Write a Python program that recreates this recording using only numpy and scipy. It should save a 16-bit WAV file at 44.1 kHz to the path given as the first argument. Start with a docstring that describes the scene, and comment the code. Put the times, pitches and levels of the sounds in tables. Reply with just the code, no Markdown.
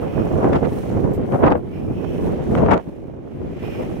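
"""Under a flying kite, gusts buffet the two ports of a small microphone.
Turbulent eddies sweep past each port as a rumble that grows louder and brighter in faster air;
single vortices thump, and the hardest eddies crackle. Behind them the fluttering kite and its
long tail rustle and hiss, with an airy whistle from the line and a few thin squeaks."""
import sys
import numpy as np
from scipy import signal
from scipy.fft import rfft, irfft
from scipy.io import wavfile
from scipy.ndimage import map_coordinates

SR = 44100
rng = np.random.default_rng(int(sys.argv[2]) if len(sys.argv) > 2 else 0)


def generate_wav(sig):
    """Save sig (samples, or channels by samples) to the path in sys.argv[1] as 16-bit PCM at SR."""
    pcm = np.round(np.clip(np.atleast_2d(sig).T, -1, 1) * 32767).astype(np.int16)
    wavfile.write(sys.argv[1], SR, pcm)


N = 176400

# Brief rubs. Each row: start in seconds, level in dB, decay time in seconds.
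RUBS = [(.25, -56, .01), (1.134, -52, 0.033), (1.57, -62, 0.02), (3.71, -63, 0.01)]
# Modes that a rub excites. Each row: frequency in Hz, relative level in dB.
RUB_MODES = [(9000, -11), (12900, 1), (14470, 0)]
# Friction noise. Each row: frequency in Hz, relative spectral density in dB.
SCRATCH_SPECTRUM = [(3500, -1), (6000, -4), (9000, 3), (11000, -4), (14000, 0), (16000, -6)]
# Course of the whistle. Each row: time in seconds, pitch in Hz, relative level in dB.
WHISTLE_COURSE = [(0, 2480, -63), (.1, 2550, -55), (.2, 2490, -52), (.6, 2450, -68), (1.68, 2300, -76),
                  (1.74, 2400, -54.5), (1.87, 2400, -62), (1.98, 2560, -56), (2.13, 2540, -51.5),
                  (2.3, 2620, -67), (3.3, 2350, -76), (3.6, 2400, -59), (3.645, 2420, -48),
                  (3.72, 2510, -49.5), (3.8, 2340, -50), (3.85, 2460, -57), (4, 2430, -58)]
# Its noise bands. Each row: multiple of the pitch, half width in Hz, relative level in dB.
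WHISTLE_BANDS = [(1, 65, -1), (1.08, 520, 0), (2.19, 260, -14), (5.4, 1100, -16.5)]
# Course of the rustle. Each row: time in seconds, relative levels of body, hiss and top in dB.
RUSTLE_LEVELS = [(0.0, -50, -59, -58.5), (0.1, -49, -62, -62), (0.38, -51, -55, -58.5),
                 (0.62, -51, -58.5, -63.5), (0.75, -49, -54.5, -51), (0.92, -50, -55.5, -59.5),
                 (1.06, -55.5, -59.5, -62.5), (1.24, -50.5, -65.5, -66), (1.35, -60, -57.5, -57),
                 (1.6, -62, -72, -72), (1.76, -52.5, -65.5, -65.5), (1.88, -60, -65, -65),
                 (2.05, -53, -61.5, -64.5), (2.25, -49, -56.5, -55.5), (2.4, -49, -60.5, -66),
                 (2.55, -52.5, -53.5, -56.5), (2.7, -47, -63.5, -72), (2.85, -59.5, -67.5, -68),
                 (3.2, -64.5, -74.5, -80), (3.35, -57.5, -70, -71), (3.55, -53.5, -64.5, -70.5),
                 (3.65, -45.5, -61, -61), (3.8, -47, -57, -59.5), (4.0, -53.5, -60, -60.5)]
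# Its three registers. Each row: frequency in Hz, relative spectral density in dB.
BODY_SPECTRUM = [(600, -17), (1200, 0), (2000, 3), (3100, -3), (3800, -12), (5000, -18)]
HISS_SPECTRUM = [(3000, 2), (4300, 0), (4900, -4), (5450, 0.5), (6000, 1.5), (6800, -1), (8000, -5)]
TOP_SPECTRUM = [(6500, -28), (8000, -4), (9300, 1), (10500, -2.5), (12200, -1.5), (13400, -3.5),
                (15000, -5), (16000, -4.5)]
# Eddies breaking up. Each row: centre in seconds, level in dB, half length in seconds,
# left minus right in dB.
CRACKLE_BURSTS = [(0.447, -37, 0.0026, -4), (0.534, -30.5, 0.0032, 16), (0.561, -29.5, 0.0097, 1),
                  (0.652, -34.5, 0.0063, -7), (1.323, -31.5, 0.001, 12), (1.465, -32.5, 0.0094, 3),
                  (1.484, -30, 0.001, 15), (1.506, -27, 0.00062, 20), (1.52, -30.5, 0.0038, 8),
                  (2.047, -40, 0.0019, -11), (2.552, -27.5, 0.001, 18.5), (2.583, -32, 0.0067, -10),
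                  (2.663, -29.5, .001, 7), (2.715, -26.5, 0.0047, 20), (2.739, -27.5, 0.0048, 22),
                  (2.778, -37, 0.0011, -27)]
# Their clicks. Each row: frequency in Hz, relative spectral density in dB.
CLICK_SPECTRUM = [(400, -7), (1200, 16.5), (2600, 3), (4400, -11), (6200, -17), (9000, -23.5), (15000, -39)]
# Vortex impacts. Each row: time in seconds, peak ahead of the port filter in dB, width in seconds,
# left minus right in dB.
VORTICES = [(.337, -17, .0006, -6), (.432, -5, 0.00044, 0), (.445, -2, 0.00042, 2), (.453, -8, 0.00053, 9),
            (1.437, -2.5, 0.0005, -8), (1.475, -3.5, 0.00034, -4), (1.483, -1.5, 0.00041, -1),
            (1.523, -1.5, 0.00023, 0), (2.046, -20, 0.00045, -13), (2.553, -11, 0.0002, 4),
            (2.687, -4.5, 0.00037, 6), (3.795, -18, 0.00096, -6)]
# Wind at the ports. Each row: time in seconds, relative level in dB, brightness (treble against
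# rumble) in dB, left minus right in dB before a small leftward bias.
GUSTS = [(0.0, -24.5, -20, -7), (0.033, -22, -16, -4.5), (0.055, -19, -17, -5), (0.09, -28.5, -18, -1),
         (0.135, -26, -19, -6.5), (0.18, -18, -20, -7), (0.326, -22, -20, -3), (0.338, -17, -23, -5),
         (0.385, -16.5, -18, -6), (0.422, -22, -12.5, 2), (0.445, -11.5, -13, -2), (0.5, -16, -18, -3),
         (0.56, -14.5, -16, 1), (0.615, -23, -19, -5), (0.66, -15.5, -17, -9), (0.69, -21.5, -22, -3),
         (0.85, -26, -21, -2.5), (0.95, -18.0, -23.0, -4.5), (1.06, -17.5, -20.5, -5),
         (1.16, -22.5, -25, -0.5), (1.2, -17.5, -25.0, -1.5), (1.255, -25.5, -21, -0.5),
         (1.315, -21.5, -20, 4), (1.346, -11, -12, 3), (1.37, -23, -18, 2.5), (1.414, -17.5, -13, -5),
         (1.438, -11.5, -10, -1.5), (1.48, -12, -10, -1.5), (1.505, -15, -13, 0), (1.524, -12, -6.5, 7),
         (1.543, -23, -15, 1), (1.555, -12.5, -13, 6), (1.6, -28, -24.5, -2), (1.72, -29, -24.0, -2.5),
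         (1.885, -21.5, -28, -1), (1.96, -24.5, -26, -2), (2.048, -26, -19, -11), (2.08, -24, -26, -5),
         (2.3, -19, -23.0, -2.5), (2.47, -24.5, -22, -1), (2.505, -18, -27, -3), (2.57, -15.5, -15, 0.5),
         (2.66, -16, -18.0, 3), (2.7, -12, -10.5, 1.5), (2.725, -10.5, -5, 6), (2.76, -16.5, -12.0, -0.5),
         (2.8, -30.5, -9.5, -8.5), (2.82, -36, -21, -1), (2.85, -36, -21, -0.5), (2.88, -23.5, -28, -2),
         (2.905, -37.5, -22, -2.5), (3.02, -30.5, -25.0, -2), (3.12, -32.5, -23, -2),
         (3.3, -34.5, -23.0, -3), (3.42, -26.5, -26.5, 0.5), (3.61, -31, -23.5, -1.5),
         (3.645, -25.5, -21, -4), (3.71, -27, -22.5, -4.5), (3.76, -29.5, -22, -0.5),
         (3.795, -20, -18.5, -2.5), (3.825, -24, -20, -1), (3.9, -26.0, -23, 0), (4.0, -26.5, -24.0, -5)]
# Turbulence in a moderate wind. Each row: frequency in Hz, relative spectral density in dB.
EDDY_SPECTRUM = [(20, -3), (70, 0), (140, 1.5), (260, -1), (450, -1.5), (700, -12), (1000, -20.5),
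                 (1500, -31), (2500, -44), (4500, -69), (9000, -85)]

FLUTTER_HZ = 59.5  # upper rate of the tremble in rustle and whistle
MODERATE_BRIGHTNESS_DB, BRIGHTNESS_DB_PER_OCTAVE = -20.5, 15.5
PORT_BAND_HZ = (55, 3160)


def undb(db):
    """Amplitude ratio for a level in decibels."""
    return 10 ** (np.asarray(db) / 20)


def unit(x):
    """Normalisation to an rms of 1."""
    return x / np.sqrt(np.mean(x ** 2))


def curve(table, column):
    """Linear interpolation of one column in time."""
    rows = np.array(table)
    return np.interp(np.arange(N) / SR, rows[:, 0], rows[:, column])


def pan(db):
    """Left and right gains for a level difference, steady or moving."""
    return undb(np.array([[1], [-1]]) * db / 2)


def colour(x, spectrum):
    """Spectral shaping that keeps the power of white noise; the skirts fall a further 30 dB an octave."""
    hz, levels = np.array(spectrum).T
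    size = x.shape[-1]
    f = np.maximum(np.fft.rfftfreq(size, 1 / SR), 1)
    octaves_outside = np.maximum(np.log2(hz[0] / f), 0) + np.maximum(np.log2(f / hz[-1]), 0)
    db = np.interp(np.log(f), np.log(hz), levels) - 30 * octaves_outside
    return irfft(rfft(x) * unit(undb(db)), size)


def wander(hz, channels=1):
    """A random fluctuation of rms 1, band-limited from about 2 Hz to hz."""
    f = np.fft.rfftfreq(N, 1 / SR)
    white = rfft(rng.standard_normal((channels, N)))
    return unit(irfft(white * f / (f + 2) / (1 + (f / hz) ** 4), N))


def airy_tone(hz, half_width_hz):
    """Narrow-band noise: random modulation in quadrature spreads a tone to either side of its pitch."""
    phase = 2 * np.pi * np.cumsum(hz * np.ones(N)) / SR
    return unit(wander(half_width_hz, 2) * np.cos(phase) + wander(half_width_hz, 2) * np.sin(phase))


def swell(at, half_length):
    """A Gaussian rise and fall."""
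    return np.exp(-.5 * ((np.arange(N) / SR - at) / half_length) ** 2)


def burst(at, decay):
    """A sudden onset with a Gaussian decay."""
    since = np.arange(N) / SR - at
    return (since >= 0) * np.exp(-(since / decay) ** 2)


def ports(x):
    """A small port acts as a band-pass filter, weakening the deepest rumble and the treble."""
    return signal.sosfilt(signal.butter(2, PORT_BAND_HZ, "band", fs=SR, output="sos"), x)


def squeaks():
    """Friction excites resonance: each rub is a broadband scratch with a few high modes."""
    ring = unit(sum(undb(db) * airy_tone(hz, half_width_hz=140) for hz, db in RUB_MODES))
    scratch = colour(rng.standard_normal((2, N)), SCRATCH_SPECTRUM)
    envelope = sum(undb(db) * burst(at, decay) for at, db, decay in RUBS)
    return unit(scratch + undb(-3.5) * ring) * envelope * pan(-5.5)


def line_whistle():
    """Aeolian tone: the line sings in the wind, its noise bands gliding and swelling together."""
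    pitch = curve(WHISTLE_COURSE, 1) * (1 + .006 * wander(hz=8.2))
    tones = sum(undb(db) * airy_tone(ratio * pitch, width) for ratio, width, db in WHISTLE_BANDS)
    flutter = unit(undb(1.5 * wander(FLUTTER_HZ)))
    return tones * flutter * undb(curve(WHISTLE_COURSE, 2)) * pan(-3)


def kite_rustle(shared_power=0.085):
    """Fluttering fabric radiates grainy noise; one amplitude modulation shakes all three registers."""
    flutter = undb(0.8 * wander(FLUTTER_HZ))
    out = 0
    for spectrum, db, side in [(BODY_SPECTRUM, curve(RUSTLE_LEVELS, 1), -2.5),
                               (HISS_SPECTRUM, curve(RUSTLE_LEVELS, 2) - 2, -3),
                               (TOP_SPECTRUM, curve(RUSTLE_LEVELS, 3) - 2.5, -4)]:
        common = np.sqrt(shared_power) * rng.standard_normal(N)
        separate = np.sqrt(1 - shared_power) * rng.standard_normal((2, N))
        grains = (common + separate) * flutter * undb(2.5 * wander(hz=1400))
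        out = out + unit(colour(grains, spectrum)) * undb(db) * pan(side)
    return out


def eddy_crackles(clicks_per_s=2300):
    """Shot noise: the hardest eddies break up in a port as short bursts of random clicks."""
    hits = rng.random((2, N)) < clicks_per_s / SR
    signs = rng.choice([-1, 1], (2, N))
    strengths = .5 + rng.random((2, N))
    envelope = sum(undb(db) * pan(side) * swell(at, half) for at, db, half, side in CRACKLE_BURSTS)
    return colour(unit(hits * signs * strengths) * envelope, CLICK_SPECTRUM)


def vortex_thumps():
    """A vortex striking a port is a pressure pulse flanked by suction; short ones snap, long ones thud."""
    t = np.arange(N) / SR
    pressure = 0
    for at, db, width, side in VORTICES:
        u = (t - at) / width + rng.uniform(-0.79, 1, (2, 1))  # each port is hit at its own instant
        pulse = (1 - u ** 2) / (1 + u ** 2) ** 2
        pressure = pressure + undb(db) * pan(side) * pulse
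    return ports(pressure)


def wind_buffeting():
    """Frozen turbulence: a field of eddies sweeps past each port, louder and higher in faster air."""
    surge = wander(hz=27.7)  # felt by both ports
    swirl = wander(hz=168.6, channels=2)  # each port alone
    gust_octaves = (curve(GUSTS, 2) - MODERATE_BRIGHTNESS_DB) / BRIGHTNESS_DB_PER_OCTAVE
    speed = 2 ** (gust_octaves + 0.0492 * surge + .11 * swirl)  # 1 in a moderate wind
    travel = np.cumsum(speed, axis=1)
    fields = colour(rng.standard_normal((2, 2 * N)), EDDY_SPECTRUM)
    swept = [map_coordinates(field, [path], order=3, mode="wrap") for field, path in zip(fields, travel)]
    pressure = unit(ports(np.array(swept)) * undb(1.24 * surge + 1.2 * swirl))
    return pressure * undb(curve(GUSTS, 1) + 0.55) * pan(curve(GUSTS, 3) + 0.44)


def scene():
    """Superposition of the wind at the ports and the faint sounds of the kite."""
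    wind = wind_buffeting() + vortex_thumps() + eddy_crackles()
    return wind + kite_rustle() + line_whistle() + squeaks()


def record(dry, cutoff_hz=15750):
    """Soft saturation rounds the highest peaks, and a steep low-pass filter limits the bandwidth."""
    rounded = dry / (1 + dry ** 4) ** .25
    return signal.sosfilt(signal.ellip(10, .2, 70, cutoff_hz, fs=SR, output="sos"), rounded)


dry = scene()
out = record(dry)
generate_wav(out)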